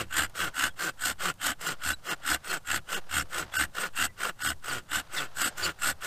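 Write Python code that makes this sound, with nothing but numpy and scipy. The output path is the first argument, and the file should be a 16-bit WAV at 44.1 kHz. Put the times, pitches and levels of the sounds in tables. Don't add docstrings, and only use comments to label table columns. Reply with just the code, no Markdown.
import sys
import numpy as np
from scipy import signal
from scipy.fft import rfft, irfft
from scipy.io import wavfile
from scipy.ndimage import uniform_filter1d

SR = 44100
rng = np.random.default_rng(int(sys.argv[2]) if len(sys.argv) > 2 else 0)


def dump(signal):
    limited = np.clip(np.atleast_2d(signal).T, -1, 1)
    pcm = np.round(limited * 32767).astype(np.int16)
    wavfile.write(sys.argv[1], SR, pcm)


def field_ratio(decibels):
    return 10 ** (np.asarray(decibels, dtype=float) / 20)


N = 267246
T = np.arange(N) / SR


def evened(x):
    return x / np.sqrt(np.mean(x ** 2) + 1e-20)


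def levelled(x, size):
    return x / np.sqrt(abs(uniform_filter1d(x ** 2, size)) + 1e-12)


def coloured(x, points, lo_hz=20, hi_hz=20000):
    hz = abs(np.fft.fftfreq(8192, 1 / SR)) + 1
    point_hz, point_db = np.transpose(points)
    edges = np.sqrt((1 + (lo_hz / hz) ** 8) * (1 + (hz / hi_hz) ** 8))
    gain = field_ratio(np.interp(np.log(hz), np.log(point_hz), point_db)) / edges
    log_gain = np.log(np.maximum(gain, 1e-5))
    taps = np.fft.ifft(np.exp(np.conj(signal.hilbert(log_gain)))).real[:4096]
    return evened(signal.oaconvolve(x, taps)[:N])


def resonate(x, hz, width):
    turn = np.exp(2j * np.pi * np.cumsum(hz * np.ones(N)) / SR)
    r = np.exp(-np.pi * width / SR)
    return 2 * (turn * signal.lfilter([1 - r], [1, -r], x / turn)).real


def wander(top_hz):
    low_pass = signal.butter(2, top_hz, fs=SR, output="sos")
    return evened(signal.sosfilt(low_pass, rng.standard_normal(N)))


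def clicks(events):
    out = np.zeros(N)
    s, db = np.transpose(events)
    out[np.minimum(np.round(s * SR).astype(int), N - 1)] = field_ratio(db)
    return out


def bumps(events, width_s):
    return sum(field_ratio(db) * np.exp(-.5 * ((T - s) / width_s) ** 2) for s, db in events)


def saw():
    bite, hiss, rumble, shake, index, place = strokes()
    pull = index % 2 == 1
    buzz = tooth_buzz(pull, index, place)
    caught = catches()
    jolts = fibres(buzz, caught, np.where(pull, 1.25, .65))
    scrape = fibres(buzz, caught, np.where(pull, .65, .4))
    rings = sharp_rings(jolts, scrape, pull, index, place)
    flat = [(20, 0), (20000, 0)]
    wood = evened(stroke_colour(jolts, pull, 766, 3560) + 0.79 * coloured(rings, flat, 460, 3150))
    blade = evened(stroke_colour(scrape, pull, 3700, 20000) + .7 * coloured(rings, flat, 3800, 20000))
    tooth_thump = np.where(pull, .6, 3.2) * buzz * ((1 + place) / 2) ** 1.5 * field_ratio(2 * wander(25))
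    thump = stroke_colour(scrape, pull, 120, 750) + tooth_thump
    swing = levelled(resonate(evened(caught * bite) + 1.65 * jolts, 75, 16), size=900)
    cut = bite * wood + hiss * field_ratio(1.74 * wander(28)) * blade
    cut = cut + rumble * levelled(thump, size=2500) + shake * swing
    return cut + squeaks() + rasps()


# start_s, length_s, peak_bite_db, lateness of the peak [1 = middle], mid_stroke_teeth_per_s
PUSHES = [(-0.15, 0.21, -24.5, 0.91, 150), (0.335, 0.18, -30.5, 0.98, 175), (0.747, 0.18, -30, 1.42, 165),
          (1.176, 0.16, -28.5, 1.22, 181), (1.581, 0.18, -30.5, 1.21, 157), (2.019, 0.14, -29, 2.02, 166),
          (2.405, 0.2, -32, 1.39, 181), (2.842, 0.17, -30.5, 1.88, 210), (3.274, 0.19, -32, 1.29, 161),
          (3.725, 0.18, -31, 1.15, 215), (4.151, 0.18, -31.5, 1.326, 230), (4.6, 0.23, -32, 1.16, 132),
          (5.065, 0.23, -33, 1.23, 146), (5.532, 0.21, -31, 1.27, 179), (6.004, 0.15, -33.5, 0.95, 180)]
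# start_s, length_s, peak_bite_db, lateness of the peak [1 = middle], blade_hiss_db over the bite
PULLS = [(0.069, 0.22, -28, 1.264, -4), (0.525, 0.19, -28, 1.014, -2.5), (0.952, 0.2, -30.5, 1.49, 0.5),
         (1.374, 0.18, -27.5, 1.26, -4.5), (1.763, 0.197, -31.5, 1.5, -3), (2.179, 0.21, -27.5, 1.69, -3.5),
         (2.629, 0.18, -30.5, 1.36, -2.5), (3.075, 0.17, -30.5, 1.29, -2), (3.505, 0.17, -29.5, 1.23, -2),
         (3.922, 0.17, -28.5, 1.3, -2.5), (4.349, 0.2, -30, 1.61, -1.5), (4.873, 0.16, -30, 1.2, -4),
         (5.329, 0.19, -27.5, 1.3, -0.5), (5.774, 0.17, -29, 1.33, 1)]
# middle_s, level_db
SHAKES = [(0.04, -46.5), (0.21, -43), (0.44, -48.5), (0.65, -47), (1.101, -49), (1.28, -54), (1.5, -55),
          (1.9, -44), (2.341, -48), (2.75, -43), (3.189, -39), (3.421, -47.5), (3.62, -42), (4.039, -46),
          (4.501, -42), (4.791, -53), (4.979, -49.5), (5.469, -56), (5.661, -46), (5.9, -46.5)]


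def strokes():
    table = np.array(sorted(PUSHES + PULLS))
    index = np.maximum(np.searchsorted(table[:, 0], T) - 1, 0)
    start, length, peak_db, lateness, last = table[index].T
    pull = index % 2 == 1
    pointedness = np.where(pull, 1.57, 1.455) + 11.1 * (length - 0.19)
    done = np.clip((T - start) / length, 0, 1)
    travel = done ** lateness
    speed = abs(np.sin(np.pi * travel))
    bite = field_ratio(peak_db) * speed ** (pointedness * np.where(travel > .5, 0.89, 1))
    stop_s, release_s = 0.004, 0.031
    bite = bite * np.clip((start + length - stop_s - T) / release_s, 0, 1)
    late = np.clip(2.5 * done - .75, -.3, 1.4)
    hiss_db = np.where(pull, last - .4 * (late - .5), -5.5 - 2.5 * (late - .5))
    rumble_db = np.where(pull, -19 + 8 * late, -17.5 + 7.5 * late)
    sing = (bite / field_ratio(peak_db)) ** np.where(pull, 0.3, 0.21)
    return bite, bite * sing * field_ratio(hiss_db), bite * field_ratio(rumble_db), bumps(SHAKES, 0.04), index, 2 * travel - 1


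def tooth_buzz(pull, index, place):
    pushing_hz = np.array(PUSHES)[index // 2, -1] * (1.03 - .42 * np.maximum(place + .15, 0) ** 2)
    pulling_hz = 270 * np.sqrt(1 - 0.76 * place ** 2)
    hz = np.where(pull, pulling_hz, pushing_hz) * (1 + wander(40) / 70)
    turn = 2 * np.pi * np.cumsum(hz) / SR
    overtones = sum(np.cos(k * turn) * 1.6 / np.sqrt(k) for k in range(2, 7))
    return np.cos(turn) + ~pull * overtones


# middle_s, level_db over the bite
CATCHES = [(0.169, 3), (0.194, 6), (0.355, 6), (0.406, 5), (0.641, 9), (0.796, 9), (1.057, 5), (1.207, 5),
           (1.258, 4), (1.468, 6), (1.613, 6), (1.689, 5), (1.838, 5), (2.277, 5), (2.703, 7), (2.763, 7),
           (2.892, 8), (3.114, 5), (3.142, 5), (3.384, 6), (3.541, 8), (3.571, 7), (3.753, 8), (3.976, 6),
           (4.253, 7), (4.645, 11), (4.918, 5), (5.418, 4), (5.582, 7), (5.822, 4)]


def catches():
    gap_s, jitter_s, push_misses = .0138, .001, .55
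    level_db, spread_db = 4, 1.5
    starts = np.transpose(sorted(PUSHES + PULLS))[0]
    restarts = np.sort(np.r_[np.transpose(CATCHES)[0], np.maximum(starts + .03, 0), N / SR])
    luck = rng.standard_normal((len(restarts), 16, 2))
    missed = rng.random((len(restarts), 16)) < push_misses
    at = restarts[:, None] + np.cumsum(gap_s + jitter_s * luck[..., 0], axis=1)
    pushing = (np.searchsorted(starts, at) - 1) % 2 == 0
    in_time = at < np.r_[restarts[1:], 0][:, None] - gap_s / 2
    kept = in_time & ~(missed & pushing)
    shudder_db = np.minimum(np.interp(at[kept], *np.transpose(SHAKES)) + 43, 0)
    chatter_db = level_db + .55 * shudder_db + spread_db * luck[..., 1][kept]
    return clicks(np.r_[CATCHES, np.c_[at[kept], chatter_db]])


def fibres(teeth, caught, catch):
    t = np.arange(-300, 301) / SR
    burst = signal.oaconvolve(caught, np.exp(-.5 * (t / .0026) ** 2), "same")
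    gate = (1 + 0.11 * teeth) * field_ratio(0.63 * wander(280))
    sizes = rng.standard_normal(N) * field_ratio(0.88 * rng.exponential(1, N))
    snaps = sizes * (rng.random(N) < 25000 / SR)
    return evened(snaps) * (gate + catch * burst)


# pitch_hz, level_db per Hz
PULL = [(71, 6.5), (120, -27), (287, -9), (389, -26), (792, -12), (950, -19), (1450, -1.5), (2470, -19.5),
        (2840, -13), (6020, -24), (8160, -16), (9600, -32), (13000, -21.5), (15300, -33)]
# pitch_hz, level_db per Hz
PUSH = [(71, -27), (120, -34), (173, 8), (244, -2.5), (405, 8), (931, -13.5), (1450, 2.5), (1610, -6.5),
        (2520, -13), (2840, -9.5), (3850, -11), (8160, -7), (9600, -16), (15300, -9)]


def stroke_colour(drive, pull, lo_hz, hi_hz):
    pulled = evened(pull * coloured(drive, PULL, lo_hz, hi_hz))
    pushed = evened(~pull * coloured(drive, PUSH, lo_hz, hi_hz))
    return np.where(pull, pulled, pushed)


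# pitch_hz, width_hz, level_db
RINGS = [(1350, 51, -52), (1477, 23, -7), (1673, 110, -17.5), (1985, 280, -17.5), (2816, 200, -10),
         (3300, 57, -15.5), (4190, 130, -17.5), (5070, 69, -15.5), (7000, 140, -10.5), (7600, 150, -6.5),
         (8250, 96, -5), (12850, 100, -48)]


def sharp_rings(jolts, scrape, pull, index, place):
    chance = rng.standard_normal((len(PUSHES + PULLS), len(RINGS), 2))
    rings = np.zeros(N)
    for k, (hz, width, db) in enumerate(RINGS):
        pitch = hz * (1 + 0.0254 * (chance[index, k, 0] + place * np.where(pull, 1, -1)))
        swell_db = 2 * chance[index, k, 1] + 3.5 * wander(25)
        drive = jolts if hz < 3800 else scrape
        rings += field_ratio(db + swell_db) * evened(resonate(drive, pitch, width))
    return rings


# start_s, length_s, first_pitch_hz, last_pitch_hz, level_db
SQUEAKS = [
    (.69, .035, 3320, 3300, -56),
    (1.926, .026, 4060, 3850, -38),
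    (4.072, .05, 2020, 1970, -52),
]


def squeaks():
    out, waver, rough = np.zeros(N), wander(291), field_ratio(2 * wander(241.8))
    for s, length, first_hz, last_hz, db in SQUEAKS:
        over_db = 2 * (db + 35)
        u = np.clip((T - s) / length, 0, 1)
        hz = (first_hz + (last_hz - first_hz) * u) * (1 + waver / 120)
        turn = 2 * np.pi * np.cumsum(hz) / SR
        overtones = np.sin(2 * turn) + 0.23 * np.sin(3 * turn)
        out += field_ratio(db) * np.sin(np.pi * u) * (np.sin(turn) + field_ratio(over_db) * overtones)
    return out * rough


# start_s, length_s, first_pitch_hz, last_pitch_hz, level_db
RASPS = [(2.328, 0.027, 4040, 4030, -36.5), (2.486, 0.042, 4350, 4090, -40),
         (2.761, 0.036, 3380, 3300, -47), (3.188, 0.026, 5550, 5500, -37), (4.689, .04, 4970, 4180, -42),
         (5.157, 0.052, 3820, 3300, -34.5), (5.163, 0.018, 5260, 4750, -37.5),
         (5.159, 0.041, 1976, 1900, -33.5), (5.625, 0.042, 4746, 4190, -31), (5.628, .035, 7025, 7070, -33),
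         (5.639, 0.039, 2918, 2800, -32)]


def rasps():
    out, noise = np.zeros(N), rng.standard_normal(N)
    for s, length, first_hz, last_hz, db in RASPS:
        width = 110 + .2 * (first_hz - last_hz)
        u = np.clip((T - s) / length, 0, 1)
        squeal = evened(resonate(noise, first_hz + (last_hz - first_hz) * u, width))
        out += field_ratio(db) * np.sin(np.pi * u) * squeal
    return out


def trunks(x):
    t = np.arange(SR // 4) / SR
    echoes = rng.choice([-1., 1.], len(t)) * (rng.random(len(t)) < 2000 / SR)
    tail = echoes * field_ratio(-60 * t / 0.017) * (t > .004)
    return signal.oaconvolve(x, tail / np.linalg.norm(tail))[:N]


# start_s, peak_db
TICKS = [
    (0.2973, -34),
    (1.34, -36),
    (1.376, -50),
    (1.5963, -49),
    (2.2, -53),
    (3.704, -78),
    (3.929, -45),
]
# middle_s, level_db
RUSTLE = [(.064, -79), (.317, -65), (.51, -61), (1.76, -62), (2.174, -63), (2.396, -67), (3.04, -60),
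          (3.259, -70), (3.496, -54), (5.049, -59), (5.31, -59.5), (5.514, -52.5), (5.751, -64.5),
          (5.985, -66)]
# pitch_hz, level_db per Hz
QUIET = [(18, -28), (30, 2), (53, -40.5), (525, -2), (1460, -5.5), (2410, -15), (2820, -12.5),
         (5880, -16.5), (8280, -16), (13600, -35), (16000, -49)]


def woods():
    still = coloured(rng.standard_normal(N) * field_ratio(2 * wander(66)), QUIET, 270, 18000)
    moving = coloured(still, [(20, 3), (20000, 2)], 195, 6900) * bumps(RUSTLE, 0.099)
    rustle = field_ratio(-63) * still + field_ratio(-1) * moving
    t = np.arange(300) / SR
    tick_shape = rng.standard_normal(len(t)) * np.exp(-t / 0.0013)
    ticks = signal.oaconvolve(clicks(TICKS), tick_shape)[:N]
    hum = field_ratio(-58.5) * coloured(rng.standard_normal(N), QUIET, 52, 110)
    pressure = signal.lfilter(*signal.butter(2, 12, fs=SR), wander(4.66))
    air = field_ratio(-42.5) * evened(signal.lfilter([1], [1, -.9995], pressure))
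    return rustle + 0.35 * ticks + hum + air


def scene():
    cut = saw()
    return (cut + field_ratio(-14) * trunks(cut) + woods())[None]


# middle_s, share of the nearby power a tone must reach
STARVED = [
    (.398, .4),
    (1.677, .4),
    (2.096, .45),
    (2.955, .4),
    (3.578, .8),
    (4.437, .5),
    (4.488, .45),
    (5.441, .45),
]


def starve(x):
    window, out = signal.windows.tukey(1300, .6), x.copy()
    for s, share in STARVED:
        at = round(s * SR) - 1024
        piece = x[at:at + 2048]
        lines = rfft(piece)
        power = abs(rfft(piece * np.hanning(2048))) ** 2
        lost = uniform_filter1d(power, size=9) < share * uniform_filter1d(power, size=150)
        lost[:30] = False
        out[at + 374:at + 1674] -= window * irfft(lines * lost)[374:1674]
    return out


def top_cut(x):
    return signal.sosfilt(signal.butter(12, 16110, fs=SR, output="sos"), x)


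def record(dry):
    heard = dry[0] + field_ratio(-66) * rng.standard_normal(N)
    heard = signal.lfilter(*signal.butter(2, 14000, fs=SR), heard)
    edge = signal.firwin(401, 15330, window=("kaiser", 9), fs=SR)
    limited = signal.oaconvolve(heard, edge, "same")
    return top_cut(starve(limited)[None])


dry = scene()
out = record(dry)
dump(out)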